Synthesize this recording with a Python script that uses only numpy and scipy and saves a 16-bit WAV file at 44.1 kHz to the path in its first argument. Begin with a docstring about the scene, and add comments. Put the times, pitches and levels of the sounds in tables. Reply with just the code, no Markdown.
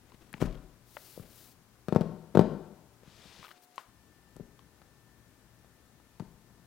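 """Cardboard gift box on a table.

A large gift box is set down in a small room. Palms brush its lid, fingers drum two quick rolls on it,
then it is tipped on edge and tapped lightly. Each blow rings the panels and the air inside, cracks
the paper skin and shakes the table. One close microphone, panned left, over quiet rumble and hiss."""
import sys
import numpy as np
from scipy import signal
from scipy.fft import rfft, irfft
from scipy.io import wavfile
from scipy.ndimage import uniform_filter1d

SR = 44100
rng = np.random.default_rng(int(sys.argv[2]) if len(sys.argv) > 2 else 0)


def digitize_waveform(pressure):
    """Quantize a signal to 16-bit integers and store it at the path in sys.argv[1].

    Rows of a 2-D input are taken as channels; values are limited to [-1, 1].
    """
    field = np.atleast_2d(pressure).T
    bounded = np.clip(field, -1, 1)
    quanta = np.round(bounded * 32767).astype(np.int16)
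    wavfile.write(sys.argv[1], SR, quanta)


N = 293706

# Levels in the tables are relative; each source applies its own gain.
# the box's damped panel modes: (frequency [Hz], level [dB], t60 [s])
PANEL_MODES = [(119.3, -30, .04), (197, -9.5, .06), (232, -6.5, 0.035), (369, -1.5, 0.026),
               (476, -5, 0.028), (586.4, -6.5, 0.029), (746, -14, 0.033), (954, -15.5, 0.022),
               (1320, -19.5, 0.028), (2400, -22, .015)]
# spectrum of the paper skin cracking: (frequency [Hz], level [dB])
CRACK_SPECTRUM = [(200, -10), (600, -0.5), (1300, 11), (2200, -6), (4500, -7.5), (8000, -17.5),
                  (15000, -22.5)]
# the box coming down on the table, first flat, later on its edge: (time [s], level [dB])
BOX_LANDINGS = [(0.4243, -20), (4.367, -45)]
# two finger rolls on the lid: (time [s], level [dB], contact cut-off [Hz], struck spot's note [Hz])
FINGER_HITS = [(1.8844, -25, 3000, 172), (1.925, -18, 850, 361.2), (1.949, -29, 1200, 600),
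               (1.961, -11.5, 1050, 172), (2.010, -19.5, 1120, 169.3), (2.343, -38.5, 202.5, 183),
               (2.3503, -25.5, 1490, 455), (2.3534, -15.5, 900, 484), (2.3723, -10, 1200, 410),
               (2.393, -8.5, 1400, 360.4), (2.411, -17.5, 1000, 219)]
# light touches of palm or fingertip: (time [s], level [dB], struck spot's note [Hz], paper crack [dB])
LIGHT_TAPS = [(0.3425, -43, 230, -18), (1.1763, -44.5, 510, -20), (1.197, -39, 131, -16.5),
              (3.033, -58.5, 500, 4), (3.076, -53, 219, -6), (3.255, -56, 190, -16), (3.392, -53, 199, -16),
              (4.398, -46, 420, -23), (4.405, -41.5, 213, -36), (4.8172, -57.5, 776, 6.5),
              (5.645, -64.5, 716, 7.5), (6.0, -67, 790, 6), (6.1982, -47, 890, 4.5),
              (6.202, -34.5, 168, -18), (6.222, -46.5, 300, -18), (6.597, -58.5, 200, -13)]
# edges and flaps ticking: (time [s], level [dB], note [Hz], snap level [dB], snap centre [Hz])
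EDGE_TICKS = [(0.12, -49, 1010, -1, 2480), (0.3294, -43, 1690, 11.5, 8000), (0.3396, -41, 850, 12, 1980),
              (0.380, -50, 1000, -4, 1600), (0.968, -39.5, 587, 13.5, 1300), (3.4291, -41.5, 1140, 0, 1970),
              (3.447, -41, 1300, 3, 1900), (3.514, -45.5, 1330, 4, 2160), (3.759, -45, 6700, 3, 8800),
              (3.780, -28, 1060, -2, 2380), (4.365, -63.5, 1760, 26.5, 7500), (4.592, -50.5, 1120, 5, 2660)]
# cardboard creaking as it takes up load: (start [s], length [s], level [dB])
LOAD_CREAKS = [(0.469, .11, -54.5), (3.435, .085, -49.5)]
# palms brushing the paper: (start [s], length [s], level [dB])
BRUSH_STROKES = [(0.84, 0.44, -61.5), (1.0, 0.22, -76), (1.245, 0.31, -61.5), (3.41, .13, -68.5),
                 (3.612, 0.046, -66.5), (3.785, 0.055, -72)]
# spectrum of palm on paper: (frequency [Hz], level [dB])
BRUSH_SPECTRUM = [(400, 1), (900, -2), (2300, -4.5), (4500, 0), (7500, -3.5), (11000, -1), (14500, 0),
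                  (16000, 1)]
# the box's edge sliding as it tips up: (start [s], length [s], level [dB])
SLIDE_STROKES = [(3.03, 0.438, -61.5), (3.47, 0.058, -66.5), (3.54, 0.045, -70), (3.7, 0.12, -73)]
# spectrum of the sliding edge: (frequency [Hz], level [dB])
SLIDE_SPECTRUM = [(300, 4), (700, 5), (1100, 3), (1700, 2), (3600, 5), (5000, 1.5), (8000, -6.5),
                  (15000, -18)]
# hands shifting their grip and weight: (start [s], length [s], level [dB])
GRIP_STROKES = [(0.03, 0.16, -62), (0.18, 0.15, -58.5), (0.31, 0.15, -53.5), (1.195, .12, -55)]
# spectrum of the grip and the skidding base: (frequency [Hz], level [dB])
GRIP_SPECTRUM = [(300, 16), (1000, 2), (2500, -0.5), (5000, -7.5), (8000, -12), (15000, -17)]
# the small room's reverberation: (band [Hz], level [dB], t60 [s])
ROOM_BANDS = [(50, -23, .7), (110.65, -14, 0.47), (171, -7, 0.68), (275.6, -8.5, 0.65), (520, -9, 0.69),
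              (1010, -9.5, 0.98), (2000, -7, 0.67), (4987, -6.5, 0.64), (14000, -23, 0.21)]
# spectrum of the room's rumble: (frequency [Hz], level [dB])
RUMBLE_SPECTRUM = [(25, -24), (60, -4), (110, -10.5), (170, -8.5), (330, -12.5), (550, -20), (800, -20),
                   (1600, -24.5), (3000, -37), (12000, -65)]
# faint whines in the room: (start [s], end [s], frequency [Hz], level [dB])
FAINT_WHINES = [(3.528, 3.8, 723, -73.5), (3.89, 6.66, 1776, -78.5)]
# spectrum of each channel's hiss: (frequency [Hz], level [dB])
HISS_SPECTRUM = [(500, -8.5), (2000, -2), (6000, -3), (16000, -7)]


def blow(contact_hz, spot_hz, spot_db, paper_db, thud_db, slap_s=.007, sway_s=.048, flesh_hz=1500):
    """One blow rings the panels and the air inside, cracks the paper skin and shakes the table."""
    t = np.arange(SR // 2) / SR
    panels = sum(undb(db + rng.standard_normal()) * ring(t, hz, t60) for hz, db, t60 in PANEL_MODES)
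    air = undb(-28) * ring(t, hz=164, t60=.72)
    spot = undb(spot_db) * ring(t, spot_hz, t60=.018)
    body = butter(panels + air + spot, contact_hz, "low", order=1)
    body = butter(body, flesh_hz, "low", order=1)  # soft flesh pushes for longer, rounding off the top
    # the crack starts with a sharp edge and comes again as the lid slaps the base
    edge = undb(3) * fade(t, t60=.011)
    slap = undb(-6) * np.interp(t - slap_s, t, edge, left=0)
    tail = undb(-5) * fade(t, t60=.034)
    crack = undb(paper_db - 7) * noise(CRACK_SPECTRUM, len(t)) * (edge + slap + tail)
    box = butter(body + crack, hz=102, kind="high", order=5)  # the panels radiate little deep bass
    # the heavy table takes a moment to sway, while its top gives a short boom at once
    sway = ring(t, hz=32, t60=.6) + undb(-2) * ring(t, hz=45, t60=.54)
    sway *= 1 - np.exp(-t / sway_s)
    boom = undb(2) * butter(ring(t, hz=138, t60=.041), 100, "high")
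    return -(box + undb(thud_db - 4) * (sway + boom))


def drumming(nail_s=.0046, nail_db=-17, usual_db=-17, crack_lag=.45, crisp_hz=1400):
    """Each finger lands on the lid with its pad, then with its nail."""
    out = np.zeros(N)
    for s, db, contact_hz, spot_hz in FINGER_HITS:
        # the paper's crack grows more slowly than the force and fades with a soft contact
        softness_db = 7 * np.log2(min(contact_hz / crisp_hz, 1))
        paper_db = -13.5 - crack_lag * (db - usual_db) + softness_db
        pad = blow(contact_hz, spot_hz, spot_db=-3, paper_db=paper_db, thud_db=-30.5)
        nail = blow(contact_hz=1490, spot_hz=900, spot_db=4, paper_db=-16.5, thud_db=-27.5)
        add(out, s, undb(db) * pad)
        add(out, s + nail_s, undb(db + nail_db) * nail)
    return out


def landings(lead_s=.008, lead_db=-11.5, rock_s=.0157, rock_db=-18, rock_loss_db=2):
    """One edge touches, the base lands with its full weight, and the box rocks to rest."""
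    out = np.zeros(N)
    for s, db in BOX_LANDINGS:
        edge = blow(contact_hz=510, spot_hz=137, spot_db=18, paper_db=0, thud_db=-5)
        base = blow(contact_hz=950, spot_hz=285, spot_db=2, paper_db=-10, thud_db=1)
        add(out, s - lead_s, undb(db + lead_db) * edge)
        add(out, s, undb(db) * base)
        for k in range(3):
            rock = blow(contact_hz=280, spot_hz=188, spot_db=7.5, paper_db=-3, thud_db=16)
            add(out, s + (k + 1) * rock_s, undb(db + rock_db - k * rock_loss_db) * rock)
    return out


def taps(contact_ratio=1.43):
    """Light touches mostly sound the spot that they hit; the softer the contact, the lower the note."""
    out = np.zeros(N)
    for s, db, spot_hz, paper_db in LIGHT_TAPS:
        touch = blow(contact_ratio * spot_hz, spot_hz, spot_db=13, paper_db=paper_db, thud_db=-17.5)
        add(out, s, undb(db) * touch)
    return out


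def tick(hz, snap_db, snap_hz, note_cycles=25.7, snap_cycles=24, spread=1.69):
    """A stiff edge lets go: one short note and a dry snap; the flap shudders on around the note."""
    t = np.arange(SR // 8) / SR
    note = ring(t, hz, t60=note_cycles / hz)
    snap = butter(rng.standard_normal(len(t)), [snap_hz / spread, snap_hz * spread], "band", order=3)
    snap = undb(snap_db - 6) * unit(snap) * fade(t, t60=snap_cycles / snap_hz)
    shudder = butter(rng.standard_normal(len(t)), hz * np.exp([-.24, .24]), "band", order=1)
    shudder = undb(-23) * unit(shudder) * fade(t, t60=.29)
    return note + snap + shudder


def ticks_and_creaks(creak_hz=1200, detune=.2, scatter_db=1.5, count=8):
    """Edges tick singly, and loaded cardboard creaks in short random runs of ticks, with no bass."""
    out = np.zeros(N)
    for s, db, hz, snap_db, snap_hz in EDGE_TICKS:
        add(out, s, undb(db) * tick(hz, snap_db, snap_hz))
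    for start, length, db in LOAD_CREAKS:
        for k, (weakness, pitch) in enumerate(rng.standard_normal((count, 2))):
            creak = tick(creak_hz * np.exp(detune * pitch), snap_db=7, snap_hz=2400)
            s = start + length * (k + rng.random()) / count
            add(out, s, undb(db - scatter_db * weakness) * creak)
    return butter(out, hz=300, kind="high")


def rub(speed, spectrum, grain_db, grain_hz):
    """Friction on matt paper: a hiss that catches and slips, following the speed of the stroke."""
    return speed * unit(noise(spectrum, N) * undb(grain_db * wander(grain_hz)))


def stroke_speed(strokes, skew, taper):
    """Each rubbing stroke is one arch, peaking later with more skew and narrower with more taper."""
    t = np.arange(N) / SR
    speed = np.zeros(N)
    for start, length, db in strokes:
        progress = np.clip((t - start) / length, 0, 1)
        speed += undb(db) * np.abs(np.sin(np.pi * progress ** skew)) ** taper
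    return speed


def skid_speed(early_s=.0023, width_s=.01):
    """The base moves over the table: a quick skid at each landing, then a dying creep."""
    t = np.arange(N) / SR
    speed = np.zeros(N)
    for s, db in BOX_LANDINGS:
        skid = undb(db - 19) * np.exp(-((t - s + early_s) / width_s) ** 2)
        creep = undb(db - 31) * (t > s) * fade(np.abs(t - s), t60=.93)
        speed += skid + creep
    return speed


def friction():
    """Close-up rubbing: palms brush the lid, the edge slides, the grip shifts and the base skids."""
    brush = stroke_speed(BRUSH_STROKES, skew=1.07, taper=.75)
    slide = stroke_speed(SLIDE_STROKES, skew=2.8, taper=.2)
    grip = stroke_speed(GRIP_STROKES, skew=1.2, taper=.52)
    return (undb(5.5) * rub(brush, BRUSH_SPECTRUM, grain_db=1.1, grain_hz=250)
            + undb(4.5) * rub(slide, SLIDE_SPECTRUM, grain_db=.5, grain_hz=310)
            + rub(grip + skid_speed(), GRIP_SPECTRUM, grain_db=6.5, grain_hz=89))


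def room_reflections(x, first_s=.0032, build_s=.0018):
    """Diffuse reflections build up at the microphone after the first wall; the treble dies first."""
    t = np.arange(SR) / SR
    hz, db, t60 = np.transpose(ROOM_BANDS)
    log_hz = np.log(np.fft.rfftfreq(SR, 1 / SR) + 1)
    phases = np.exp(2j * np.pi * rng.random(len(log_hz)))
    response = np.zeros(SR)
    for share, band_db, band_t60 in zip(np.eye(len(hz)), db, t60):
        band = irfft(phases * np.interp(log_hz, np.log(hz), share), SR)
        decay = fade(t, band_t60) * np.sqrt(2 * np.log(1000) / band_t60)  # same energy at any t60
        response += undb(band_db) * band * decay
    onset = np.clip((t - first_s) / build_s, 0, 1)
    return signal.fftconvolve(x, response * onset)[:N]


def room_tone(hum_hz=117, hum_db=-70.5, rumble_db=-64, waver_db=2.5):
    """Behind the box: room rumble, an appliance's hum and faint wavering whines."""
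    t = np.arange(N) / SR
    hum = np.sqrt(2) * np.sin(2 * np.pi * hum_hz * t + wander(17))
    hum *= undb(hum_db + waver_db * wander(5.2))
    drone = undb(rumble_db + .5 * wander(5)) * noise(RUMBLE_SPECTRUM, N) + hum
    lull = gate(start_s=3.43, end_s=3.86, ramp_samples=400)  # the low end drops away briefly
    out = (1 - lull) * drone + lull * butter(drone, hz=300, kind="high")
    for start, end, hz, db in FAINT_WHINES:
        whine = np.sqrt(2) * np.sin(2 * np.pi * hz * t) * undb(db + waver_db * wander(3.14))
        out += whine * gate(start, end, ramp_samples=1000)
    return out


def undb(db):
    """Decibels to gain."""
    return 10 ** (np.asarray(db) / 20)


def unit(x):
    """Scale to rms 1."""
    return x / np.sqrt(np.mean(x ** 2))


def butter(x, hz, kind, order=2):
    """Causal low-, high- or band-pass."""
    sections = signal.butter(order, np.clip(hz, 5, SR / 2 - 500), kind, fs=SR, output="sos")
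    return signal.sosfilt(sections, x)


def noise(spectrum, size):
    """Noise of rms 1 shaped by (frequency [Hz], level [dB]) points."""
    hz, db = np.transpose(spectrum)
    log_hz = np.log(np.fft.rfftfreq(size, 1 / SR) + 1)
    gain = undb(np.interp(log_hz, np.log(hz), db))
    return unit(irfft(rfft(rng.standard_normal(size)) * gain, size))


def fade(t, t60):
    """Exponential decay, 60 dB down at t60."""
    return np.exp(-np.log(1000) * t / t60)


def ring(t, hz, t60):
    """One struck mode."""
    return np.sin(2 * np.pi * hz * t) * fade(t, t60)


def wander(rate_hz):
    """Smooth random drift of spread near 1."""
    return np.interp(np.arange(N) / SR * rate_hz, np.arange(4096), rng.standard_normal(4096))


def gate(start_s, end_s, ramp_samples):
    """1 between two times and 0 outside, with ramped edges."""
    t = np.arange(N) / SR
    return uniform_filter1d(1. * ((t > start_s) & (t < end_s)), size=ramp_samples)


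def add(track, s, sound):
    """Mix a sound into a track at time s."""
    start = int(s * SR)
    track[start:start + len(sound)] += sound[:N - start]


def pan(left_lead_db):
    """Left and right gains with a mean of 1."""
    gains = undb(np.array([[left_lead_db], [-left_lead_db]]) / 2)
    return gains / gains.mean()


def scene():
    """Box, hands and room reach one close microphone, panned left; each channel adds its own hiss."""
    blows = landings() + drumming() + taps()
    clicks = ticks_and_creaks()
    direct = blows + clicks + friction()
    microphone = direct + room_reflections(blows + undb(-13.5) * clicks) + room_tone()
    hiss = undb(-68) * np.array([noise(HISS_SPECTRUM, N) for _ in range(2)])
    return pan(left_lead_db=10.5) * microphone + pan(left_lead_db=4) * hiss


def record(dry):
    """The recorder cuts the top steeply."""
    top_hz = 15900
    return signal.sosfilt(signal.ellip(10, .1, 70, top_hz, fs=SR, output="sos"), dry)


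dry = scene()
out = record(dry)
digitize_waveform(out)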